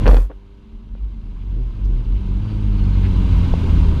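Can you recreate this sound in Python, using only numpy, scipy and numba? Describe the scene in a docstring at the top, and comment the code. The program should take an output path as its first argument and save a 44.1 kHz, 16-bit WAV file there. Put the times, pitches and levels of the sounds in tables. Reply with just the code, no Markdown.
"""A motorcycle rolls down a street at night, heard by a small camera in a closed case on the rider.
Wind and tyre roar pass muffled through the case, made from bands of noise, beside an engine of stacked tones.
At once a hard bump swings the mount and rattles the case; the gain control ducks and slowly comes back.
A hum swells up and fades, brief hisses come by, and the engine is blipped twice and then runs down.
A thin gear whine comes and goes over the slowing engine, and near the end one soft thud hits the case."""
import sys
import numpy as np
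from scipy import signal
from scipy.io import wavfile
from numba import njit

SR = 44100
rng = np.random.default_rng(int(sys.argv[2]) if len(sys.argv) > 2 else 0)


def ratio(d):
    """dB to gain"""
    e = np.asarray(d, float) / 20
    return 10 ** e


def unload_audio(sound):
    """Save the sound as a 16-bit wav file, at the path given as the first command line argument."""
    columns = np.transpose(np.atleast_2d(sound))
    # keep every value between -1 and 1, then stretch to whole-number steps
    steps = np.round(np.clip(columns, -1, 1) * 32767)
    wavfile.write(sys.argv[1], SR, steps.astype(np.int16))


N = 176400
TIME_S = np.arange(N) / SR

# How the engine runs: time_s, firing_hz, level_db, throttle (0 closed, about 1 open)
ENGINE_RUN = [(0, 100.5, -24, 0.2), (.3, 98.43, -33, 1.02), (.71, 98.5, -34, 1), (1.2, 94.9, -24.5, 0.02),
              (1.5, 90.35, -22, 0), (1.54, 99.3, -17.5, 0.38), (1.61, 125.2, -15, 0.31),
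              (1.65, 122.9, -24.5, 0), (1.82, 95.76, -19, 0.02), (1.86, 99.25, -19.5, 0.35),
              (1.94, 122.8, -19.5, 0.33), (1.97, 119.5, -18.5, 0.01), (2.12, 101.2, -19.5, 0),
              (2.29, 92.5, -16.5, 0.01), (2.38, 95.16, -19.5, 0), (2.44, 106.1, -18, 0),
              (2.6, 103.3, -17, 0.04), (2.78, 97.36, -17.5, 0.05), (3, 94.83, -17.5, 0.18),
              (3.42, 85.59, -18.5, 0.07), (3.71, 81.46, -18, 0), (4, 78.38, -15.5, 0.01)]
# Strength of each multiple of the firing rate: multiple, level_db
ENGINE_ORDERS = [(1, 0), (2, -14), (3, -19), (4, -28), (5, -35), (6, -41), (7, -46)]
# Swing of the mount, shaken by the road: time_s, pitch_hz, level_db
MOUNT_SHAKE = [(0, 44.5, -19.5), (.05, 40.9, -16.5), (.09, 43.8, -1.5), (.15, 43.4, 1), (.21, 43.03, 3),
               (.25, 42.93, 2), (.31, 47.2, -17), (.36, 45.1, -12.5), (.44, 48, -25.5), (.54, 50, -18.5),
               (.64, 47.5, -38), (.75, 46.16, -10.5), (.86, 46.67, -24), (.93, 47.2, -3.5),
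               (.98, 46.67, -11.5), (1.04, 50.8, -1), (1.14, 46.3, -12), (1.34, 44, -12.5),
               (1.48, 45.21, -7), (1.59, 45.6, -4), (1.7, 45, -8.5), (1.77, 43.97, -18.5),
               (1.85, 47.56, -2), (1.97, 42.4, -4), (2.04, 45.2, -16), (2.13, 50.22, -2.5),
               (2.24, 47.78, -16.5), (2.3, 47.5, -9.5), (2.52, 46.9, -19), (2.68, 46.16, -9),
               (2.83, 48.62, -11.5), (3.04, 46.92, -12), (3.13, 46.33, -22), (3.25, 46.08, -12.5),
               (3.41, 46.09, -16), (3.56, 46.12, -25.5), (3.78, 48.3, -16.5), (4, 46.16, -28)]
# Ringing tones of the case: pitch_hz, level_db, t60_s (time to fall by 60 dB)
CASE_TONES = [(300, -2, .012), (520, 1, .018), (750, -5, .01), (1050, -4, .009), (1400, -8, .008),
              (1800, -10, .007), (2450, -10, .006), (3300, -12, .005), (4300, -14, .005), (5600, -18, .004)]
# Tone colour of the wind buffeting: pitch_hz, relative_level_db (per Hz)
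WIND_COLOUR = [(14, -20.5), (24, -3), (40, -2.5), (65, -4), (100, -12), (150, -17), (230, -19.5),
               (330, -25.5), (500, -38.5), (800, -46.5)]
# Strength of the wind: time_s, level_db
WIND_STRENGTH = [(0, -13), (.1, -17), (.3, -28.5), (1, -18.5), (1.5, -17.5), (2.2, -17), (3, -19),
                 (4, -14.5)]
# Tone colour of tyre and air roar through the case: pitch_hz, relative_level_db (per Hz)
ROAR_COLOUR = [(290, -15.5), (500, -2.5), (714, -1.5), (962, 7.5), (1300, 2), (1600, -3.5), (1880, -6.5),
               (2100, -2), (2900, -1.5), (3500, -4), (4400, -8), (5700, -25), (7300, -37), (8500, -50.5),
               (10000, -45.5), (13000, -50), (15300, -63)]
# Resonances of the case in the roar: pitch_hz, width_hz, level_db (against the broad roar)
ROAR_RESONANCES = [(942, 90, -10), (1520, 60, -13), (2100, 90, -16), (2750, 120, -15), (5800, 200, -24),
                   (6550, 150, -30), (8470, 150, -33)]
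# Strength of the roar with its resonances: time_s, level_db
ROAR_STRENGTH = [(0, -42.5), (2.5, -42), (3.3, -40.5), (4, -40)]
# Knocks on the case: start_s, peak_db, brightness_hz (low-pass), length_s (fade of the patter)
CASE_KNOCKS = [(0.058, -9.5, 3440, 0.015), (0.065, -7, 3540, 0.0045), (0.078, -2.5, 5940, 0.0036),
               (0.0905, -1, 1490, 0.0017), (0.113, -4, 5000, 0.0054), (0.131, -5, 1810, 0.0023),
               (0.144, -1, 5150, 0.0024), (0.168, -1.5, 6000, 0.0028), (0.185, -5.5, 1800, 0.002),
               (0.298, -8.5, 1690, 0.014), (0.315, -8, 2500, 0.0043), (0.952, -13, 1770, 0.00065)]
# The passing hum: time_s, pitch_hz, level_db
PASSING_HUM = [(.5, 216, -49.5), (.65, 222, -26.5), (1.2, 220, -30), (1.5, 210.9, -34.5), (1.7, 211, -43)]
# Brief swells of hiss: middle_s, level_db, length_s, low_hz, high_hz
HISS_SWELLS = [(0.977, -45, 0.031, 2020, 3460), (1.418, -42, 0.034, 1990, 3740),
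               (1.855, -48, 0.016, 3446, 6770), (2.163, -45, 0.035, 2022, 3360),
               (3.055, -38.5, .045, 1208, 3400)]
# Strength of the gear whine: time_s, level_db
WHINE_STRENGTH = [(2.1, -71.5), (2.28, -61.5), (2.47, -58), (2.68, -67), (2.85, -56.5), (3.08, -59.5),
                  (3.4, -67.5)]


def in_time(rows):
    """Join the table's values by straight lines in time, one curve for each column."""
    s, *columns = np.transpose(rows)
    return [np.interp(TIME_S, s, c) for c in columns]


def rms_one(x):
    """Scale to an rms (average strength) of 1."""
    return x / np.sqrt(np.mean(x ** 2) + 1e-20)


def drift(rate_hz):
    """Smoothed noise of rms 1 that wanders up and down; a higher rate wanders faster."""
    # Worked out at every 40th sample, after a run-in of 2000 values
    r = np.exp(-80 * np.pi * rate_hz / SR)
    white = rng.standard_normal(N // 40 + 2002)
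    slow = signal.lfilter([1], [1, -2 * r, r * r], white)[2000:]
    return np.interp(np.arange(N) / 40, np.arange(len(slow)), rms_one(slow))


def cut(x, hz, kind):
    """Second-order Butterworth filter: keep the low, high or middle part of a sound."""
    sos = signal.butter(2, np.clip(hz, 10, .45 * SR), kind, fs=SR, output="sos")
    return signal.sosfilt(sos, x)


def sine(hz):
    """A sine of rms 1 that follows a changing pitch."""
    return np.sqrt(2) * np.sin(2 * np.pi * np.cumsum(hz) / SR)


def banded_noise(colour, patchy_db, rate_hz):
    """Noise in third-octave bands that flicker partly together, partly alone; rms 1."""
    hz, db = np.transpose(colour)
    edges = np.geomspace(hz[0], hz[-1], int(3 * np.log2(hz[-1] / hz[0])) + 2)
    out, together, white = 0, drift(rate_hz), rng.standard_normal((2, N))
    for k, (low, high) in enumerate(zip(edges, edges[1:])):
        level_db = np.interp(np.log(low * high) / 2, np.log(hz), db)
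        flicker_db = patchy_db * (0.6 * together + drift(rate_hz))
        # Neighbouring bands take turns with two separate noises
        out = out + ratio(level_db + flicker_db) * cut(white[k % 2], [low, high], "band")
    return rms_one(out)


def engine():
    """Tones at whole and half multiples of the firing rate; an open throttle lifts the upper ones."""
    throttle_tilt_db, half_orders_db, flicker_db = 8, -15, 1.3  # tilt is per octave at full throttle
    pipe_hz, pipe_width_hz, pipe_db = 395, 34, 8  # resonance woken by the throttle
    boom_hz, boom_width_hz, boom_db = 189.4, 26.4, 6  # the exhaust booms near one pitch
    firing_hz, level_db, throttle = in_time(ENGINE_RUN)
    uneven_hz = firing_hz * (1 + .005 * drift(25))
    phase = 2 * np.pi * np.cumsum(uneven_hz) / SR
    out = 0
    for k, order_db in ENGINE_ORDERS:
        tilt_db = throttle_tilt_db * throttle * np.log2(k)
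        pipe_lift_db = pipe_db * throttle * np.exp(-((k * firing_hz - pipe_hz) / pipe_width_hz) ** 2)
        boom_lift_db = boom_db * np.exp(-((k * firing_hz - boom_hz) / boom_width_hz) ** 2)
        tone_db = order_db + tilt_db + pipe_lift_db + boom_lift_db
        out = out + ratio(tone_db + flicker_db * drift(20.0)) * np.cos(k * phase - 0.32 * k)
        half_db = tone_db + half_orders_db + flicker_db * drift(13.0)
        out = out + ratio(half_db) * np.cos((k + .5) * phase)
    return np.sqrt(2) * ratio(level_db) * out


def wind():
    """Low air buffeting, made lumpy by slowly flickering bands of noise."""
    level_db, = in_time(WIND_STRENGTH)
    return ratio(level_db) * banded_noise(WIND_COLOUR, patchy_db=-1.0, rate_hz=5.4)


def roar(white):
    """Broad tyre and air noise; white noise through narrow resonances of the case is added."""
    out = banded_noise(ROAR_COLOUR, patchy_db=1.37, rate_hz=42)
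    for hz, width_hz, db in ROAR_RESONANCES:
        r = np.exp(-np.pi * width_hz / SR)
        resonator = [1, -2 * r * np.cos(2 * np.pi * hz / SR), r * r]
        out = out + ratio(db) * rms_one(signal.lfilter([1, 0, -1], resonator, white))
    level_db, = in_time(ROAR_STRENGTH)
    return ratio(level_db) * out


def case_ring(t, spread_db):
    """The case's answer to one click: fading tones, each with a slightly random level."""
    out = 0
    for hz, db, t60 in CASE_TONES:
        level = ratio(db + spread_db * rng.standard_normal())
        out = out + level * ratio(-60 * t / t60) * np.sin(2 * np.pi * hz * t)
    return out


def mount_swing(phase, size):
    """The springy mount swings near its own pitch, with a weak tone an octave above."""
    return size * (np.sin(phase) + ratio(-24) * np.cos(2 * phase))


def case_buzz(swing):
    """The case buzzes at each swing: high noise that grows with the push, fading from the start."""
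    hiss = cut(rng.standard_normal(N), 2500, "high")
    settle = np.exp(-(TIME_S / 0.63) ** 2)
    return ratio(-40) * np.abs(swing) ** 1.3 * hiss * settle


def case_rattle(size):
    """Loose parts patter on the case and make it ring; louder in hard shaking, fading from the start."""
    clicks_per_s, settle_s = 2700, 0.13
    patter = (rng.random(N) < clicks_per_s / SR) * rng.standard_normal(N)
    ring = case_ring(np.arange(SR // 20) / SR, spread_db=-1.0)
    rattle = cut(rms_one(signal.fftconvolve(patter, ring)[:N]), 3700, "low")
    return ratio(-16.5) * size ** 1.3 * rattle * np.exp(-TIME_S / settle_s)


def mount():
    """One shake drives the mount's swing and, with it, the buzz and rattle of the case."""
    hz, level_db = in_time(MOUNT_SHAKE)
    phase = 2 * np.pi * np.cumsum(hz * (1 + 0.075 * drift(4.77))) / SR
    size = np.sqrt(2) * ratio(level_db)
    swing = mount_swing(phase, size)
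    return swing + case_buzz(swing) + case_rattle(size)


def knocks():
    """Each knock is a click and a short patter, dulled by the contact, ringing in the case."""
    clicks_per_s = 3000.0
    t, out = np.arange(int(.15 * SR)) / SR, np.zeros(N + SR)
    for start_s, peak_db, bright_hz, length_s in CASE_KNOCKS:
        hits = rng.random(len(t)) < clicks_per_s / SR
        patter = hits * rng.standard_normal(len(t)) * np.exp(-t / length_s)
        patter[0] = 1  # the first click
        ringing = signal.fftconvolve(patter, case_ring(t, spread_db=2.5))[:len(t)]
        dulled = cut(cut(ringing, bright_hz, "low"), bright_hz, "low")
        first = int(start_s * SR)
        out[first:first + len(t)] += ratio(peak_db) * dulled / np.abs(dulled).max()
    return out[:N]


def hum():
    """A passing tone, wavering in pitch and level, that comes and goes."""
    hz, level_db = in_time(PASSING_HUM)
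    return ratio(level_db + 2.0 * drift(19.0)) * sine(hz * (1 + 0.021 * drift(7.3)))


def hiss_swells(white):
    """Short bell-shaped swells of white noise, each kept to its own band."""
    out = 0
    for middle_s, db, length_s, *band_hz in HISS_SWELLS:
        hiss = rms_one(cut(cut(white, band_hz, "band"), band_hz, "band"))
        out = out + ratio(db) * np.exp(-(2 * (TIME_S - middle_s) / length_s) ** 2) * hiss
    return out


def whine():
    """A thin wavering gear tone that rides on the engine speed, at 44 times the firing rate."""
    hz = 44.0 * in_time(ENGINE_RUN)[0] * (1 + .0045 * drift(20.5))
    level_db, = in_time(WHINE_STRENGTH)
    return ratio(level_db + 3.0 * drift(20)) * sine(hz)


def thud():
    """One soft, dead push on the case, so damped that it swings only once and a half."""
    middle_s, peak_db, pitch_hz, length_s = 3.5389, -9.5, 500, 0.00067
    t = TIME_S - middle_s
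    return ratio(peak_db) * np.exp(-(t / length_s) ** 2) * np.cos(2 * np.pi * pitch_hz * t)


def scene():
    """Everything reaches one microphone."""
    machine = engine() + whine() + hum()
    case = mount() + knocks() + thud()
    white = rng.standard_normal(N)
    air = roar(white) + hiss_swells(white[::-1]) + wind()  # the swells use the noise backwards
    return (machine + case + air)[None]


@njit
def gain_control(x, smooth, trigger, fall, rise, hold):
    """Gain steps down while the output is too loud, waits, then creeps back."""
    out, gain, power, wait = np.empty_like(x), 1.0, 0.0, 0.0
    for i in range(len(x)):
        out[i] = gain * x[i]
        power += smooth * (min(out[i] ** 2, 1.0) - power)
        if power > trigger:
            gain, wait = gain * fall, hold
        elif wait > 0:
            wait -= 1
        else:
            gain = min(gain * rise, 1.0)
    return out


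def overload(x, ceiling):
    """Loud peaks are squashed softly so that they stay below the ceiling."""
    return x / (1 + (x / ceiling) ** 6) ** (1 / 6)


def top_cut(x):
    """Nothing passes above the cut-off."""
    return signal.sosfilt(signal.butter(12, 15150, fs=SR, output="sos"), x)


def record(dry):
    """The camera turns loud sound down, then squashes the peaks that are left."""
    sense_s, trigger_db, hold_s = 0.053, -10.5, 0.63
    fall_db_per_s, rise_db_per_s = 115, 8
    levelled = gain_control(dry[0], 1 / (sense_s * SR), float(ratio(2 * trigger_db)),
                            float(ratio(-fall_db_per_s / SR)), float(ratio(rise_db_per_s / SR)), hold_s * SR)
    mix = overload(levelled, ceiling=0.91)[None]
    return top_cut(mix)


dry = scene()
out = record(dry)
unload_audio(out)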